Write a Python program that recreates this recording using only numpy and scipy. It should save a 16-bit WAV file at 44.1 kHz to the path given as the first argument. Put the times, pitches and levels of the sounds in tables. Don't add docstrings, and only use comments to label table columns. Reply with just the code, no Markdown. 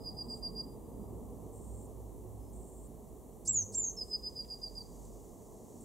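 import sys
import numpy as np
from scipy import signal
from scipy.fft import rfft, irfft, next_fast_len
from scipy.io import wavfile
from scipy.ndimage import uniform_filter1d

SR = 44100
rng = np.random.default_rng(int(sys.argv[2]) if len(sys.argv) > 2 else 0)


def boost(x):
    u = np.asarray(x, float) / 20
    return 10 ** u


def put_to_file(sound):
    columns = np.atleast_2d(sound).T
    safe = np.clip(columns, -1, 1)
    whole_steps = np.round(safe * 32767)
    wavfile.write(sys.argv[1], SR, whole_steps.astype(np.int16))


N = 257544


def rms_one(x):
    return x / np.sqrt(np.mean(x ** 2) + 1e-20)


def in_time(rows):
    s, level_db = np.transpose(rows)
    return np.interp(np.arange(N) / SR, s, level_db)


def at_hz(points, hz):
    points_hz, values = np.transpose(points)
    return np.interp(np.log(hz), np.log(points_hz), values)


def drift(rate_hz):
    r = np.exp(-80 * np.pi * rate_hz / SR)
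    white = rng.standard_normal(N // 40 + 2002)
    slow = signal.lfilter([1], [1, -2 * r, r * r], white)[2000:]
    return np.interp(np.arange(N) / 40, np.arange(len(slow)), rms_one(slow))


def resonance(x, hz, width_hz):
    r = np.exp(-np.pi * width_hz / SR)
    poles = [1, -2 * r * np.cos(2 * np.pi * hz / SR), r * r]
    return signal.lfilter([(1 - r * r) / 2, 0, (r * r - 1) / 2], poles, x)


def stereo(mid, side, hz):
    # (frequency [Hz], likeness [0..1])
    likeness = [(25, 0.01), (60, 0.55), (130, 0.68), (290, 0.78), (640, 0.7), (1410, 0.75), (5000, .8),
                (15000, 0.2)]
    # (frequency [Hz], level [dB])
    lean_db = [(30, -3), (70, -4.5), (130, -4.5), (250, -2.5), (500, -.8), (1000, 0.0), (8120, -.5),
               (15000, 0.5)]
    alike = at_hz(likeness, hz)
    lean = boost(at_hz(lean_db, hz) / 2 * np.array([[1], [-1]]))
    spread = np.sqrt(1 + alike) * mid + np.sqrt(1 - alike) * side * [[1], [-1]]
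    return lean * spread / np.sqrt(1 + alike)


def stereo_noise(spectrum, step_oct, patchy_db):
    size = next_fast_len(N, real=True)
    hz = np.maximum(np.fft.rfftfreq(size, 1 / SR), 1)
    lowest_hz, highest_hz = spectrum[0][0], spectrum[-1][0]
    coloured = rfft(rng.standard_normal((2, size))) * boost(at_hz(spectrum, hz)) * (hz > lowest_hz)
    out = 0
    for centre_oct in np.arange(np.log2(lowest_hz), np.log2(highest_hz) + step_oct, step_oct):
        band = np.clip(1 - np.abs(np.log2(hz) - centre_oct) / step_oct, 0, 1)
        mid, side = irfft(coloured * band, size)[:, :N]
        out = out + boost(patchy_db * drift(2.8)) * stereo(mid, side, 2 ** centre_oct)
    return out / np.std(out.mean(axis=0))


def traffic():
    # (time [s], level [dB])
    nearness = [(0.0, -45.5), (0.93, -46.5), (0.96, -46), (1.06, -44.5), (2.18, -50), (3.37, -53),
                (3.67, -52.5), (3.71, -51), (4.57, -53.5), (4.98, -51.5), (5.73, -51.5), (5.84, -51)]
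    # (frequency [Hz], density [dB per Hz])
    deep_spectrum = [(12, -29), (20, -21.5), (48, 9), (64, -5.5), (85, -6.5), (110, -58), (190, -120)]
    drone_spectrum = [(50, -35), (85, -1.5), (103, -3.5), (167, -4), (236, -1.5), (290, -6), (380, -32),
                      (640, -120)]
    roar_spectrum = [(170, -34.5), (290, -5), (312, -3.5), (434, 0), (554, -8.5), (633, -8), (930, -14),
                     (1090, -17.5), (1280, -28.5), (1450, -41), (1880, -62), (3190, -120)]
    # (start [s], end [s], pitch [Hz], waver [Hz], level [dB])
    engine_lines = [
        (-.3, 3.3, 59, 5, -55.5),
        (3.3, 4.6, 58, 6, -60),
        (4.5, 5.4, 50, 3, -56),
        (.85, 2.65, 103, 3, -58),
        (3.3, 3.95, 104, 4, -57),
        (-.3, .65, 235, 4, -56),
        (.2, .7, 435, 10, -61),
        (1.7, 2.9, 372, 10, -65),
        (3.85, 4.3, 392, 8, -64),
        (3.4, 3.9, 204, 6, -63),
    ]
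    near_db = in_time(nearness)
    mean_db = near_db.mean()
    swing_db = near_db - mean_db
    t, hums = np.arange(N) / SR, 0
    for start_s, end_s, hz, waver_hz, hum_db in engine_lines:
        gate = np.clip(np.minimum(t - start_s, end_s - t) / .15, 0, 1)
        swell = gate * boost(hum_db + 3.5 * drift(4.0))
        phase = 2 * np.pi * np.cumsum(hz + .5 * waver_hz * drift(3.06)) / SR
        hums = hums + np.sqrt(2) * swell * stereo(np.sin(phase), np.cos(phase), hz)
    deep = boost(mean_db - 10.5 + 0.41 * swing_db) * stereo_noise(deep_spectrum, 0.89, patchy_db=1.8)
    drone = boost(mean_db - 5 + 0.87 * swing_db) * stereo_noise(drone_spectrum, 1, patchy_db=1.2)
    roar = boost(mean_db - 5.5 + 0.57 * swing_db) * stereo_noise(roar_spectrum, .5, patchy_db=.6)
    return deep + drone + hums + roar


def air():
    # (frequency [Hz], density [dB per Hz])
    hiss_spectrum = [(880, -24), (1450, -7.5), (1900, -8), (2480, -9.5), (4210, -10.5), (5070, -12),
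                     (5710, -7), (7660, 1.5), (12200, -1), (15700, -2)]
    # (time [s], level [dB])
    breeze = [
        (0, -27),
        (1.5, 0),
        (3.3, -3),
        (4.2, 3.5),
        (5.05, 8),
        (5.4, 5),
        (5.84, 7),
    ]
    hiss = boost(-68.5) * stereo_noise(hiss_spectrum, 0.22, patchy_db=0.1)
    leaves = resonance(resonance(rng.standard_normal(N), 6830, 3300.0), 6830, 3300.0)
    return hiss + boost(-74.5 + in_time(breeze) + 0.58 * drift(12.0)) * rms_one(leaves)


def housing(x):
    # (frequency [Hz], width [Hz], share lost [0..1])
    dips = [(1470, 150, .75), (2480, 250, .5), (5100, 400, .5)]
    for hz, width_hz, share in dips:
        x = x - share * resonance(x, hz, width_hz)
    return x


def sing(notes, wobble_hz, tilt_db, sag_hz, ragged):
    # (frequency [Hz], gain [dB])
    throat = [(1500, -45), (3000, -35), (4800, -3), (6500, -0.5), (8200, 8.5), (10000, -5), (12000, -22),
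              (16000, -25)]
    sag_s = 0.0252
    out = np.zeros(N)
    wobble, flutter, level_flutter = wobble_hz * drift(75.0), drift(225.0), drift(96.0)
    k = np.arange(1, 11)[:, None]
    for note in notes:
        s, hz, level_db, overtone_db = np.transpose(note)
        at = np.arange(round(s[0] * SR), min(round(s[-1] * SR), N))
        t = at / SR
        richness_db = np.interp(t, s, overtone_db)
        pitch = uniform_filter1d(np.exp(np.interp(t, s, np.log(hz))), size=88) + wobble[at]
        pitch -= sag_hz * np.clip(1 - (s[-1] - t) / sag_s, 0, 1) ** 2
        pitch *= 1 + 0.064 * boost(richness_db) * flutter[at]
        phase = 2 * np.pi * np.cumsum(pitch) / SR
        partial_db = (k > 1) * (richness_db + tilt_db * (k - 2)) + at_hz(throat, k * pitch)
        stack = boost(partial_db) * (k * pitch < SR / 2) * np.sin(k * phase + k * k)
        fade = np.clip(np.minimum(at - at[0], at[-1] - at) / (.006 * SR), 0, 1)
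        level = boost(uniform_filter1d(np.interp(t, s, level_db), size=132)) * (1 + ragged * level_flutter[at])
        out[at] += np.sqrt(2) * np.sin(np.pi / 2 * fade) ** 2 * level * stack.sum(axis=0)
    return out


def far_birds():
    # (start [s], length [s], first pitch [Hz], last pitch [Hz], level [dB])
    pipes = [
        (0, .05, 4900, 4930, -59),
        (.14, .16, 8050, 7950, -87),
        (2.40, .11, 5100, 5180, -82),
        (5.68, .1, 7950, 7940, -86),
    ]
    return [[(start_s, first_hz, level_db, -40), (start_s + length_s, last_hz, level_db, -40)]
            for start_s, length_s, first_hz, last_hz, level_db in pipes]


def trill():
    # (start [s], first pitch [Hz], last pitch [Hz], level [dB], swell through the note [dB])
    trill_rows = [(0.033, 4984, 4810, -41.5, 7), (0.162, 4926, 4780, -43, -2.5), (0.28, 4885, 4770, -42, 5),
                  (0.415, 4860, 4766, -41, 5.5), (0.547, 4794, 4830, -42, 8), (3.963, 5410, 4970, -38, 8),
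                  (4.095, 5120, 4950, -38, 5), (4.22, 4950, 4984, -41, 7), (4.35, 5007, 4790, -40, 0),
                  (4.48, 4950, 4814, -41.5, 3), (4.612, 4964, 4725, -40, -2), (4.748, 4984, 4670, -42.5, 2)]
    note_s, attack_s, release_s = 0.086, 0.02, 0.027
    onset_db, end_db, overtone_db = -17, -27, -27
    s = np.array([0, attack_s, note_s / 2, note_s - release_s, note_s])
    fallen = np.interp(s, [0, note_s / 2, note_s], [0, .8, 1])
    notes = []
    for start_s, first_hz, last_hz, level_db, swell_db in trill_rows:
        pitch_hz = first_hz + (last_hz - first_hz) * fallen
        course_db = level_db + np.array([onset_db, -swell_db / 2, 0, swell_db / 2, end_db])
        notes.append(np.transpose([start_s + s, pitch_hz, course_db, np.full(len(s), overtone_db)]))
    return notes


def focus_motor():
    # (start [s], end [s], level [dB])
    spells = [
        (.29, .402, -64.5),
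        (1.522, 1.868, -64.5),
        (2.528, 2.878, -65),
        (4.018, 4.14, -66.5),
        (5.80, 5.9, -64.5),
    ]
    # (frequency [Hz], width [Hz], level [dB])
    rings_table = [(7520, 40, -8), (7810, 40, -11), (8040, 50, -11), (8175, 40, -7), (8620, 150, -6),
                   (7450, 450, .5), (7950, 600, 2), (8480, 500, 2.5)]
    t = np.arange(N) / SR
    teeth = 1 + 0.2 * np.sin(2 * np.pi * 375 * t) + 0.92 * np.sin(2 * np.pi * 282 * t)
    whir = teeth * rng.standard_normal((2, N))
    rings, gate = 0, 0
    for hz, width_hz, ring_db in rings_table:
        ring = resonance(resonance(whir, hz, width_hz), hz, width_hz)
        rings = rings + boost(ring_db) * rms_one(ring)
    for start_s, end_s, spell_db in spells:
        gate = gate + boost(spell_db) * np.clip(np.minimum(t - start_s, end_s - t) / 0.0041, 0, 1)
    mid, side = rms_one(rings)
    return gate * (mid + boost(-11) * side * [[1], [-1]])


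def twigs():
    # (time [s], peak level [dB], frequency [Hz])
    ticks = [
        (0.375, -58, 6400),
        (4.296, -59, 6400),
        (4.444, -60.5, 3000),
        (5.051, -55, 7300),
    ]
    out, t = np.zeros(N), np.arange(600) / SR
    for s, peak_db, hz in ticks:
        burst = resonance(rng.standard_normal(len(t)), hz, 1700.0) * np.exp(-t / 0.009)
        out[round(s * SR):][:len(t)] += boost(peak_db) * burst / np.abs(burst).max()
    return out


def whistles():
    # (time before the top [s], pitch [Hz], level re the top [dB], overtone level [dB])
    rush = [
        (.034, 875, -30, -4),
        (.022, 1350, -23, 0),
        (.016, 2250, -22, 0),
        (.0115, 4250, -16, 3),
        (.0065, 6050, -3, -22),
        (.003, 7050, -1, -26),
    ]
    # (time [s], pitch [Hz], effort [dB])
    courses = [
        [(3.482, 7470, -34), (3.5, 7680, -35.5), (3.53, 7240, -46), (3.555, 6910, -35), (3.58, 6650, -30),
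         (3.62, 6240, -36.5), (3.634, 5760, -47)],
        [(3.752, 7420, -38), (3.77, 7530, -41.5), (3.787, 7320, -34), (3.82, 7070, -40), (3.85, 6550, -32),
         (3.862, 6340, -44), (3.885, 6510, -33), (3.903, 6200, -43.5), (3.914, 5660, -61)],
    ]
    notes = []
    for course in courses:
        top_s, _, top_db = course[0]
        rise = [(top_s - ahead_s, hz, top_db + below_db, overtone_db)
                for ahead_s, hz, below_db, overtone_db in rush]
        fall = [(s, hz, level_db, -29) for s, hz, level_db in course]
        notes.append(rise + fall)
    return notes


def branches(x):
    # (delay [s], level [dB])
    echoes = [(.0058, -7.5), (.0105, -17.5), (.016, -13.5)]
    scatter_db, scatter_t60_s = -10.5, 0.43
    walls_db, walls_t60_s, walls_cut_hz = -20, 1.6, 5600
    t = np.arange(SR) / SR
    noise = rng.standard_normal((2, len(t)))
    dull = signal.sosfilt(signal.butter(4, walls_cut_hz, fs=SR, output="sos"), noise)
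    cloud = noise * boost(-60 * t / scatter_t60_s) + dull * boost(walls_db - 60 * t / walls_t60_s)
    cloud = cloud * np.clip(t / 0.004, 0, 1)
    cloud = boost(scatter_db) * cloud / np.sqrt(np.sum(cloud[0] ** 2))
    path = cloud[0] + boost(-18) * cloud[1] * [[1], [-1]]
    path[:, 0] = boost(np.array([-.6, .6]))
    path[:, :2] += 0.1 * np.array([[0.35, -1.5], [-0.31, 1.0]])
    for delay_s, echo_db in echoes:
        path[:, round(delay_s * SR)] += boost(echo_db)
    return signal.fftconvolve(x[None], path)[:, :N]


def scene():
    background = housing(traffic() + air())
    pipes = sing(whistles() + far_birds(), wobble_hz=12.6, tilt_db=0, sag_hz=0, ragged=.15)
    trills = sing(trill(), wobble_hz=15.7, tilt_db=-6, sag_hz=605, ragged=0.3)
    return branches(pipes + trills + twigs()) + background + focus_motor()


def drop_masked(x, depth_db, fall_db, far_db, top_hz):
    hz, _, bins = signal.stft(x, SR, nperseg=1024, boundary="even")
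    power = np.abs(bins.mean(axis=0)) ** 2
    away = np.arange(-60, 61)[:, None]
    slope = boost(depth_db + fall_db * np.maximum(away, -2 * away)) ** 2
    heard = power * np.where(hz > 3000, 1, .12)[:, None]
    masked = signal.fftconvolve(heard, slope, mode="same", axes=0)
    masked = masked + boost(far_db) ** 2 * heard[hz > 3000].sum(axis=0)
    keep = np.clip(uniform_filter1d(power, size=5, axis=0) / (masked + 1e-20), 0, 1) ** 4
    return signal.istft(bins * keep * (hz < top_hz)[:, None], nperseg=1024)[1][:, :N]


def top_cut(x):
    return signal.sosfilt(signal.butter(12, 15790, fs=SR, output="sos"), x)


def record(dry):
    mix = drop_masked(dry, depth_db=-31, fall_db=-.5, far_db=-71, top_hz=15790)
    return top_cut(mix)


dry = scene()
out = record(dry)
put_to_file(out)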